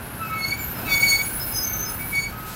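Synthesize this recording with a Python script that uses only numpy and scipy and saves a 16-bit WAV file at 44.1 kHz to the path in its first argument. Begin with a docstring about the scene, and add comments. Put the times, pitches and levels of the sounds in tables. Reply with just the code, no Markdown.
"""Dredger squealing across a harbour

Dry steel rubs on steel, sticking and slipping until it locks on to a mode and sings. The main squeal
comes in three strokes, with a high screech and short squeals from other modes around it, while the
sliding surfaces hiss in narrow, gliding bands. Underneath: diesel rumble, water wash, a little wind."""
import sys
import numpy as np
from scipy import signal
from scipy.fft import rfft, irfft
from scipy.io import wavfile
from scipy.ndimage import uniform_filter1d

SR = 44100
rng = np.random.default_rng(int(sys.argv[2]) if len(sys.argv) > 2 else 0)


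def bounce(signal):
    """Save signal as a 16-bit WAV file at the path given by the first command-line argument."""
    frames = np.transpose(np.atleast_2d(signal))
    limited = np.clip(frames, -1, 1)
    pcm = np.round(limited * 32767).astype(np.int16)
    wavfile.write(sys.argv[1], SR, pcm)


N = 112454
TIME = np.arange(N) / SR

# main squeal, one curve per stroke: time_s, pitch_hz, harmonic1_db, harmonic2_db, harmonic3_db
STROKES = [
    [(0.27, 2242, -49, -63, -70), (0.31, 2210, -40.5, -62, -70), (0.35, 2232, -35.5, -53, -64),
     (0.412, 2184, -27.5, -41, -48), (0.428, 2195, -44.5, -30.5, -50), (0.45, 2190, -24, -23.5, -45),
     (0.464, 2189, -29.5, -50, -50), (0.486, 2228, -41, -25, -39), (0.499, 2227, -27, -49, -47),
     (0.51, 2238, -42, -29, -37), (0.527, 2225, -18, -32.5, -55), (0.543, 2259, -36, -43, -46),
     (0.552, 2275, -29, -45, -45), (0.57, 2300, -48, -60, -56), (0.595, 2288, -34.5, -51, -65),
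     (0.67, 2180, -47.5, -58, -59)],
    [(0.86, 2240, -51, -51, -50), (0.888, 2250, -27.5, -47, -52), (0.903, 2270, -33, -32.5, -41),
     (0.925, 2242, -18, -28, -39), (0.947, 2246, -21.5, -22.5, -35), (0.965, 2246, -21.5, -47, -30.5),
     (0.98, 2237, -21, -26.5, -35), (0.993, 2233, -28, -51, -45), (1.007, 2234, -21, -30, -34),
     (1.018, 2203, -36, -34, -31.5), (1.032, 2233, -12, -25, -39), (1.05, 2280, -20, -42, -30.5),
     (1.075, 2231, -22, -23.5, -37.5), (1.105, 2223, -29.5, -19.5, -22), (1.128, 2226, -16.5, -26, -32),
     (1.16, 2223, -22, -24.5, -29.5), (1.173, 2249, -42, -27, -43), (1.19, 2249, -30.5, -35, -33),
     (1.217, 2253, -20, -33, -43), (1.24, 2244, -64, -51, -32), (1.262, 2255, -33, -53, -62)],
    [(2.11, 2296, -45, -63, -61), (2.132, 2246, -26.5, -60, -57), (2.152, 2240, -25.5, -38, -41.5),
     (2.182, 2231, -20, -35, -45), (2.202, 2246, -24, -33.5, -37), (2.22, 2243, -41.5, -38, -42),
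     (2.24, 2238, -29.5, -37, -37), (2.27, 2260, -27, -46, -52), (2.287, 2235, -51, -43, -60)],
]
# harmonics 4 and 5, relative to the third: level_db
UPPER_HARMONICS_DB = [-6, -11]
# sum tones from a lower mode dragged along, relative to the squeal: time_s, level_db
SUM_TONE_LEVEL = [(0.3, -30), (0.8, -25), (0.92, -11.5), (1.03, -30), (1.3, -20), (2.3, -31)]
LOWER_MODE_HZ, SIDE_TONE_DB = 1275, -10.5  # side tones sit under the sum tones
# other modes set ringing, relative to the squeal at its peak: pitch_hz, level_db
STEEL_MODES = [(2740, -31), (2980, -30.5), (5780, -27), (7650, -25), (9900, -34), (10250, -18)]
# colour of the squeal's rasp: frequency_hz, relative_db
RASP_COLOUR = [(4000, 0), (7000, 7), (12000, -5)]
RASP_DB, MODE_WIDTH_HZ = -33, 77  # the rasp rides on the squeal's level
ATTACK_S, RELEASE_S, JITTER, JITTER_PER_S = .045, .018, .002, 70
SLIP_DB, SLIPS_PER_S, FLUTTER_DB, FLUTTER_PER_S = 1.2, 130, 3, 30

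# high screech: time_s, pitch_hz, level_db
SCREECH = [(1.525, 6260, -58), (1.559, 6240, -26), (1.589, 6250, -27.5), (1.606, 6320, -45),
           (1.627, 6240, -30), (1.672, 6210, -26.5), (1.71, 6280, -37), (1.753, 6210, -27.5),
           (1.785, 6175, -34), (1.838, 6230, -28.5), (1.959, 6340, -54)]
# its octave, relative to the fundamental: time_s, level_db
SCREECH_OCTAVE = [(1.55, -9), (1.65, -5), (1.75, -24)]
CHATTER_SHARE, CHATTER_WIDTH_HZ = .3, 100
# short squeals: start_s, length_s, first_hz, last_hz, level_db, octave_relative_db
SHORT_SQUEALS = [ (0.198, 0.06, 1327, 1296, -31.5, -16), (0.23, 0.1, 2600, 2576, -40.5, -16.5),
                 (0.299, 0.082, 1297, 1303, -28.5, -15.5), (0.411, 0.042, 1299, 1315, -41, -10),
                 (0.585, 0.051, 7230, 7070, -42.5, -20), (0.657, 0.19, 10350, 10360, -48, -25),
                 (0.751, 0.043, 5260, 5110, -47, -17), (0.858, 0.042, 1312, 1276, -36.5, 3),
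                 (1.24, 0.06, 10080, 10075, -32.5, -30), (1.3, 0.62, 2245, 2262, -51.5, -25),
                 (1.313, 0.041, 8740, 8800, -40.5, -44), (1.333, 0.053, 10100, 10160, -31.5, -49),
                 (1.409, 0.015, 5110, 5180, -31.5, -17), (1.453, 0.14, 10210, 10190, -37, -24),
                 (1.522, 0.033, 5150, 5046, -35, -1.5), (1.559, 0.055, 5085, 5070, -30, -18),
                 (1.659, 0.09, 2240, 2235, -41.5, -14), (1.727, 0.21, 1265, 1275, -44.5, -32),
                 (1.857, 0.025, 5130, 5130, -34, -11), (1.887, 0.057, 10200, 10190, -37, -30),
                 (1.971, 0.19, 10090, 10200, -41, -36), (1.999, 0.049, 2256, 2275, -36, -22),
                 (2.326, 0.22, 1270, 1275, -41, -16)]
THIRD_DB = -10  # their third harmonic, relative to the octave

# colour of the broad friction hiss: frequency_hz, relative_db
FRICTION_COLOUR = [(2000, -25), (4000, -5.5), (6500, -10), (9000, -10), (10500, -4), (12000, -4.5),
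                   (13500, 1.5), (15500, -4)]
# its envelope: time_s, level_db
FRICTION_LEVEL = [(0, -47), (0.45, -41.5), (0.8, -39), (0.92, -31.5), (1.2, -33.5), (1.5, -38.5),
                  (2.15, -42), (2.35, -42.5)]
WHISTLES_PER_S, WHISTLE_S, MAX_GLIDE_HZ_PER_S = 220, .05, 3500
WHISTLE_LOW_HZ, WHISTLE_HIGH_HZ, PEAK_WHISTLE_SHARE = 10500, 15700, .5
# hissing bands of the sliding steel: start_s, length_s, first_hz, last_hz, width_hz, level_db
HISS_BANDS = [ (0.0, 0.2, 10440, 10330, 300, -45), (0.0, 0.42, 11700, 11800, 500, -44.5),
              (0.372, 0.13, 11150, 11270, 303, -43.5), (0.454, 0.071, 12100, 13200, 600, -42.5),
              (0.516, 0.032, 10600, 10500, 199, -44), (0.565, 0.05, 13400, 13100, 400, -42),
              (0.568, 0.074, 15300, 14200, 500, -40), (0.608, 0.12, 12600, 11920, 330, -33.5),
              (0.686, 0.15, 12080, 12300, 217.4, -41.5), (0.777, 0.47, 13600, 13700, 600, -40.5),
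              (0.917, 0.6, 14560, 14950, 1330, -36), (1.311, 0.47, 12430, 12440, 400, -39.5),
              (1.361, 0.2, 13120, 13500, 217.4, -34.5), (1.592, 0.22, 13300, 13270, 170, -32),
              (1.55, 0.4, 14900, 14600, 900, -46), (1.858, 0.25, 14660, 13900, 603, -34.5),
              (2.229, 0.37, 12800, 12950, 139, -45.5)]
BAND_WHISTLE_SHARE, BAND_FADE_SHARE, WANDER_PER_S = .35, .2, 5
# colour of the closing hiss: frequency_hz, relative_db
SWELL_COLOUR = [(2500, -0.74), (4500, -1), (8000, -2)]

# colour of the diesel's rumble: frequency_hz, relative_db
RUMBLE_COLOUR = [(25, -31), (45, 5.5), (75, 7.5), (115, -1), (180, 2.5), (260, -15), (400, -25.5),
                 (800, -12.5)]
# its hum: pitch_hz, level_db
ENGINE_TONES = [(103, -47.5), (117, -42), (234, -50)]
RUMBLE_DB, ENGINE_WAVER_DB, ENGINE_PITCH_WAVER = -40.5, .5, .0131
# colour of water and distant machinery: frequency_hz, relative_db
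WASH_COLOUR = [(150, 4), (300, 0), (500, -5.5), (850, -3.5), (1200, -7.5), (1500, -1), (1900, -11),
               (2700, -11), (3400, -18), (6000, -28)]
# its envelope: time_s, level_db
WASH_LEVEL = [(0, -37), (0.7, -36), (0.8, -32.5), (0.93, -32.5), (1.35, -36), (1.9, -35.5), (2.2, -38)]
# colour of the wind: frequency_hz, relative_db
WIND_COLOUR = [(18, -2), (40, 14.5), (70, -3), (150, -7), (400, -22)]
# its envelope: time_s, level_db
WIND_LEVEL = [(0, -60), (0.75, -52), (0.951, -35.5), (1.1, -47.5), (2.55, -45)]
HARBOUR_T60_S, HARBOUR_DB, HARBOUR_BUILD_S = .32, -13, .03
CUTOFF_HZ = 15750


def main_squeal():
    """Stick and slip lock on to one mode and drag a lower one; hard rubbing rasps and rings others."""
    out, strength = np.zeros(N), np.zeros(N)
    for stroke in STROKES:
        hz, first_db, second_db, third_db = uniform_filter1d(in_time(stroke), size=200, axis=1)
        phase = jittered_phase(uniform_filter1d(hz, size=1800))
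        gains = from_db([first_db, second_db, third_db] + [third_db + db for db in UPPER_HARMONICS_DB])
        tone = sum(gain * slips(k) * np.sin(k * phase) for k, gain in enumerate(gains, 1))
        lower_phase = jittered_phase(np.full(N, LOWER_MODE_HZ))
        sum_tones = np.zeros(N)
        for k, gain in enumerate(gains, 1):
            side_tone = from_db(SIDE_TONE_DB) * np.sin(k * phase + 2 * lower_phase)
            sum_tones += gain * slips(k) * (np.sin(k * phase + lower_phase) + side_tone)
        span = gate(stroke[0][0], stroke[-1][0] - stroke[0][0])
        strength += span * uniform_filter1d(from_db(np.maximum(first_db, second_db)), size=1000)
        out += span * np.sqrt(2) * (tone + envelope(SUM_TONE_LEVEL) * sum_tones)
    ringing = sum(from_db(db) * shaken(2 * np.pi * hz * TIME, MODE_WIDTH_HZ) for hz, db in STEEL_MODES)
    rasp = from_db(RASP_DB) * slips(3) * noise(RASP_COLOUR)
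    return out + strength * (rasp + strength / strength.max() * ringing)


def screech():
    """A high mode grips in short bursts and chatters."""
    hz, db = in_time(SCREECH)
    phase = jittered_phase(uniform_filter1d(hz, size=1800))
    fundamental, octave = [
        blend(shaken(k * phase, CHATTER_WIDTH_HZ), np.sqrt(2) * np.sin(k * phase), CHATTER_SHARE)
        for k in (1, 2)]
    span = gate(SCREECH[0][0], SCREECH[-1][0] - SCREECH[0][0])
    return span * from_db(db) * (fundamental + envelope(SCREECH_OCTAVE) * octave)


def short_squeals():
    """Other modes catch for a moment, swelling in and gliding a little."""
    out = np.zeros(N)
    for start, length, first_hz, last_hz, level_db, octave_db in SHORT_SQUEALS:
        phase = jittered_phase(np.interp(TIME, [start, start + length], [first_hz, last_hz]))
        level = from_db(level_db) * flutter() * slips(1.8) * gate(start, length)
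        partials = enumerate([0, octave_db, octave_db + THIRD_DB], 1)
        tone = sum(from_db(db) * np.sin(k * phase) for k, db in partials if k * first_hz < CUTOFF_HZ)
        out += np.sqrt(2) * level * tone
    return out


def friction_hiss():
    """Broad hiss of sliding steel: the harder it rubs, the more it whistles."""
    level = envelope(FRICTION_LEVEL)
    whistle_share = PEAK_WHISTLE_SHARE * level / level.max()
    return level * flutter() * blend(whistles(), noise(FRICTION_COLOUR), whistle_share)


def whistles():
    """A swarm of brief gliding whistles in the friction's colour; rms 1."""
    out, t = np.zeros(N + SR), np.arange(int(WHISTLE_S * SR)) / SR
    count = int(WHISTLES_PER_S * N / SR)
    for k, (when, pitch, glide, strength) in enumerate(rng.random((count, 4))):
        hz = WHISTLE_LOW_HZ + pitch * (WHISTLE_HIGH_HZ - WHISTLE_LOW_HZ)
        start = int((k + when) * N / count)
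        gain = strength ** 2 * from_db(np.interp(hz, *np.transpose(FRICTION_COLOUR)))
        phase = phase_of(hz + (2 * glide - 1) * MAX_GLIDE_HZ_PER_S * t)
        out[start:start + len(t)] += gain * np.hanning(len(t)) * np.sin(phase)
    return rms_one(out[:N])


def hiss_bands():
    """Friction shakes high, gliding resonances that half lock into wandering whistles."""
    out = np.zeros(N)
    for start, length, first_hz, last_hz, width_hz, db in HISS_BANDS:
        hz = np.interp(TIME, [start, start + length], [first_hz, last_hz])
        whistle = sum(drift(FLUTTER_PER_S) * np.sin(phase_of(hz + width_hz / 2 * drift(WANDER_PER_S)))
                      for _ in range(2))
        band = blend(whistle, shaken(phase_of(hz), width_hz), BAND_WHISTLE_SHARE)
        fade_s = BAND_FADE_SHARE * length
        out += from_db(db) * gate(start, length, fade_s, fade_s) * band
    return out


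def closing_hiss():
    """A soft hiss swells in near the end."""
    return from_db(-41.5) * gate(start_s=2.46, length_s=N / SR, attack_s=.091) * noise(SWELL_COLOUR)


def harbour_reflections(sound):
    """Hull, water and quays scatter the sound into a short tail."""
    build_up = np.minimum(TIME / HARBOUR_BUILD_S, 1)
    tail = rng.standard_normal(N) * from_db(-60 * TIME / HARBOUR_T60_S) * build_up
    return from_db(HARBOUR_DB) * signal.fftconvolve(sound, tail / np.sqrt(np.sum(tail ** 2)))[:N]


def diesel():
    """The engine hums in low, wavering tones over a bed of rumble."""
    hum = np.zeros(N)
    for hz, db in ENGINE_TONES:
        level = from_db(db + ENGINE_WAVER_DB * drift(per_s=4.9))
        hum += level * np.sin(phase_of(hz * (1 + ENGINE_PITCH_WAVER * drift(per_s=5.24))))
    return hum + from_db(RUMBLE_DB) * noise(RUMBLE_COLOUR)


def water_wash():
    """Water and distant machinery blur into one gently swelling bed."""
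    return envelope(WASH_LEVEL) * noise(WASH_COLOUR)


def wind():
    """Wind buffets the microphone with one low gust."""
    return envelope(WIND_LEVEL) * noise(WIND_COLOUR)


def slips(harmonic):
    """Uneven slips roughen the level, more so in higher harmonics."""
    return from_db(SLIP_DB * harmonic ** .75 * np.tanh(drift(SLIPS_PER_S)))


def flutter():
    """A smooth, random tremolo within FLUTTER_DB either way."""
    return from_db(FLUTTER_DB * np.tanh(uniform_filter1d(drift(FLUTTER_PER_S), size=400)))


def shaken(phase, width_hz):
    """A resonance shaken at random; rms 1."""
    return drift(width_hz / 2) * np.cos(phase) + drift(width_hz / 2) * np.sin(phase)


def jittered_phase(hz):
    """Phase of a slightly unsteady pitch."""
    return phase_of(hz * (1 + JITTER * drift(JITTER_PER_S)))


def phase_of(hz):
    """Phase of a moving pitch."""
    return 2 * np.pi * np.cumsum(hz) / SR


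def drift(per_s):
    """Smooth random modulation at about this rate; rms 1."""
    pole = np.exp(-16 * np.pi * per_s / SR)  # runs at SR / 8
    slow = signal.lfilter([1], [1, -2 * pole, pole * pole], rng.standard_normal(N // 8 + 3002))[3000:]
    return np.interp(np.arange(N) / 8, np.arange(len(slow)), rms_one(slow))


def noise(colour):
    """Coloured noise, rolling off beyond the curve's ends; rms 1."""
    hz, db = np.transpose(colour)
    bin_hz = np.maximum(np.arange(N // 2 + 1) * SR / N, 1)
    skirts = 1 / (1 + (bin_hz / hz[-1] / 2) ** 4) / (1 + (hz[0] / bin_hz / 2) ** 4)
    shape = from_db(np.interp(np.log(bin_hz), np.log(hz), db))
    return rms_one(irfft(rfft(rng.standard_normal(N)) * skirts * shape, N))


def gate(start_s, length_s, attack_s=ATTACK_S, release_s=RELEASE_S):
    """Fade-in centred on the start, hold and exponential release."""
    rise = np.clip((TIME - start_s) / attack_s + .5, 0, 1)
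    return np.sin(rise * np.pi / 2) ** 2 * np.exp(-np.maximum(TIME - start_s - length_s, 0) / release_s)


def envelope(curve):
    """A level curve as a gain at every sample."""
    return from_db(in_time(curve)[0])


def in_time(curve):
    """Each value column of a curve at every sample."""
    time_s, *columns = np.transpose(curve)
    return [np.interp(TIME, time_s, column) for column in columns]


def blend(one, other, share):
    """Equal-power mix; the first sound gets this share."""
    return np.sqrt(share) * one + np.sqrt(1 - share) * other


def from_db(db):
    """Decibels to gain."""
    return 10 ** (np.asarray(db) / 20)


def rms_one(x):
    """Scale to unit power."""
    return x / np.sqrt(np.mean(x ** 2) + 1e-20)


def scene():
    """The steel and its reflections over engine, water and wind, in mono."""
    steel = main_squeal() + screech() + short_squeals() + friction_hiss() + hiss_bands() + closing_hiss()
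    return (steel + harbour_reflections(steel) + diesel() + water_wash() + wind())[None]


def record(dry):
    """A steep low-pass trims the very top."""
    return signal.sosfilt(signal.ellip(12, .1, 90, CUTOFF_HZ, fs=SR, output="sos"), dry)


dry = scene()
out = record(dry)
bounce(out)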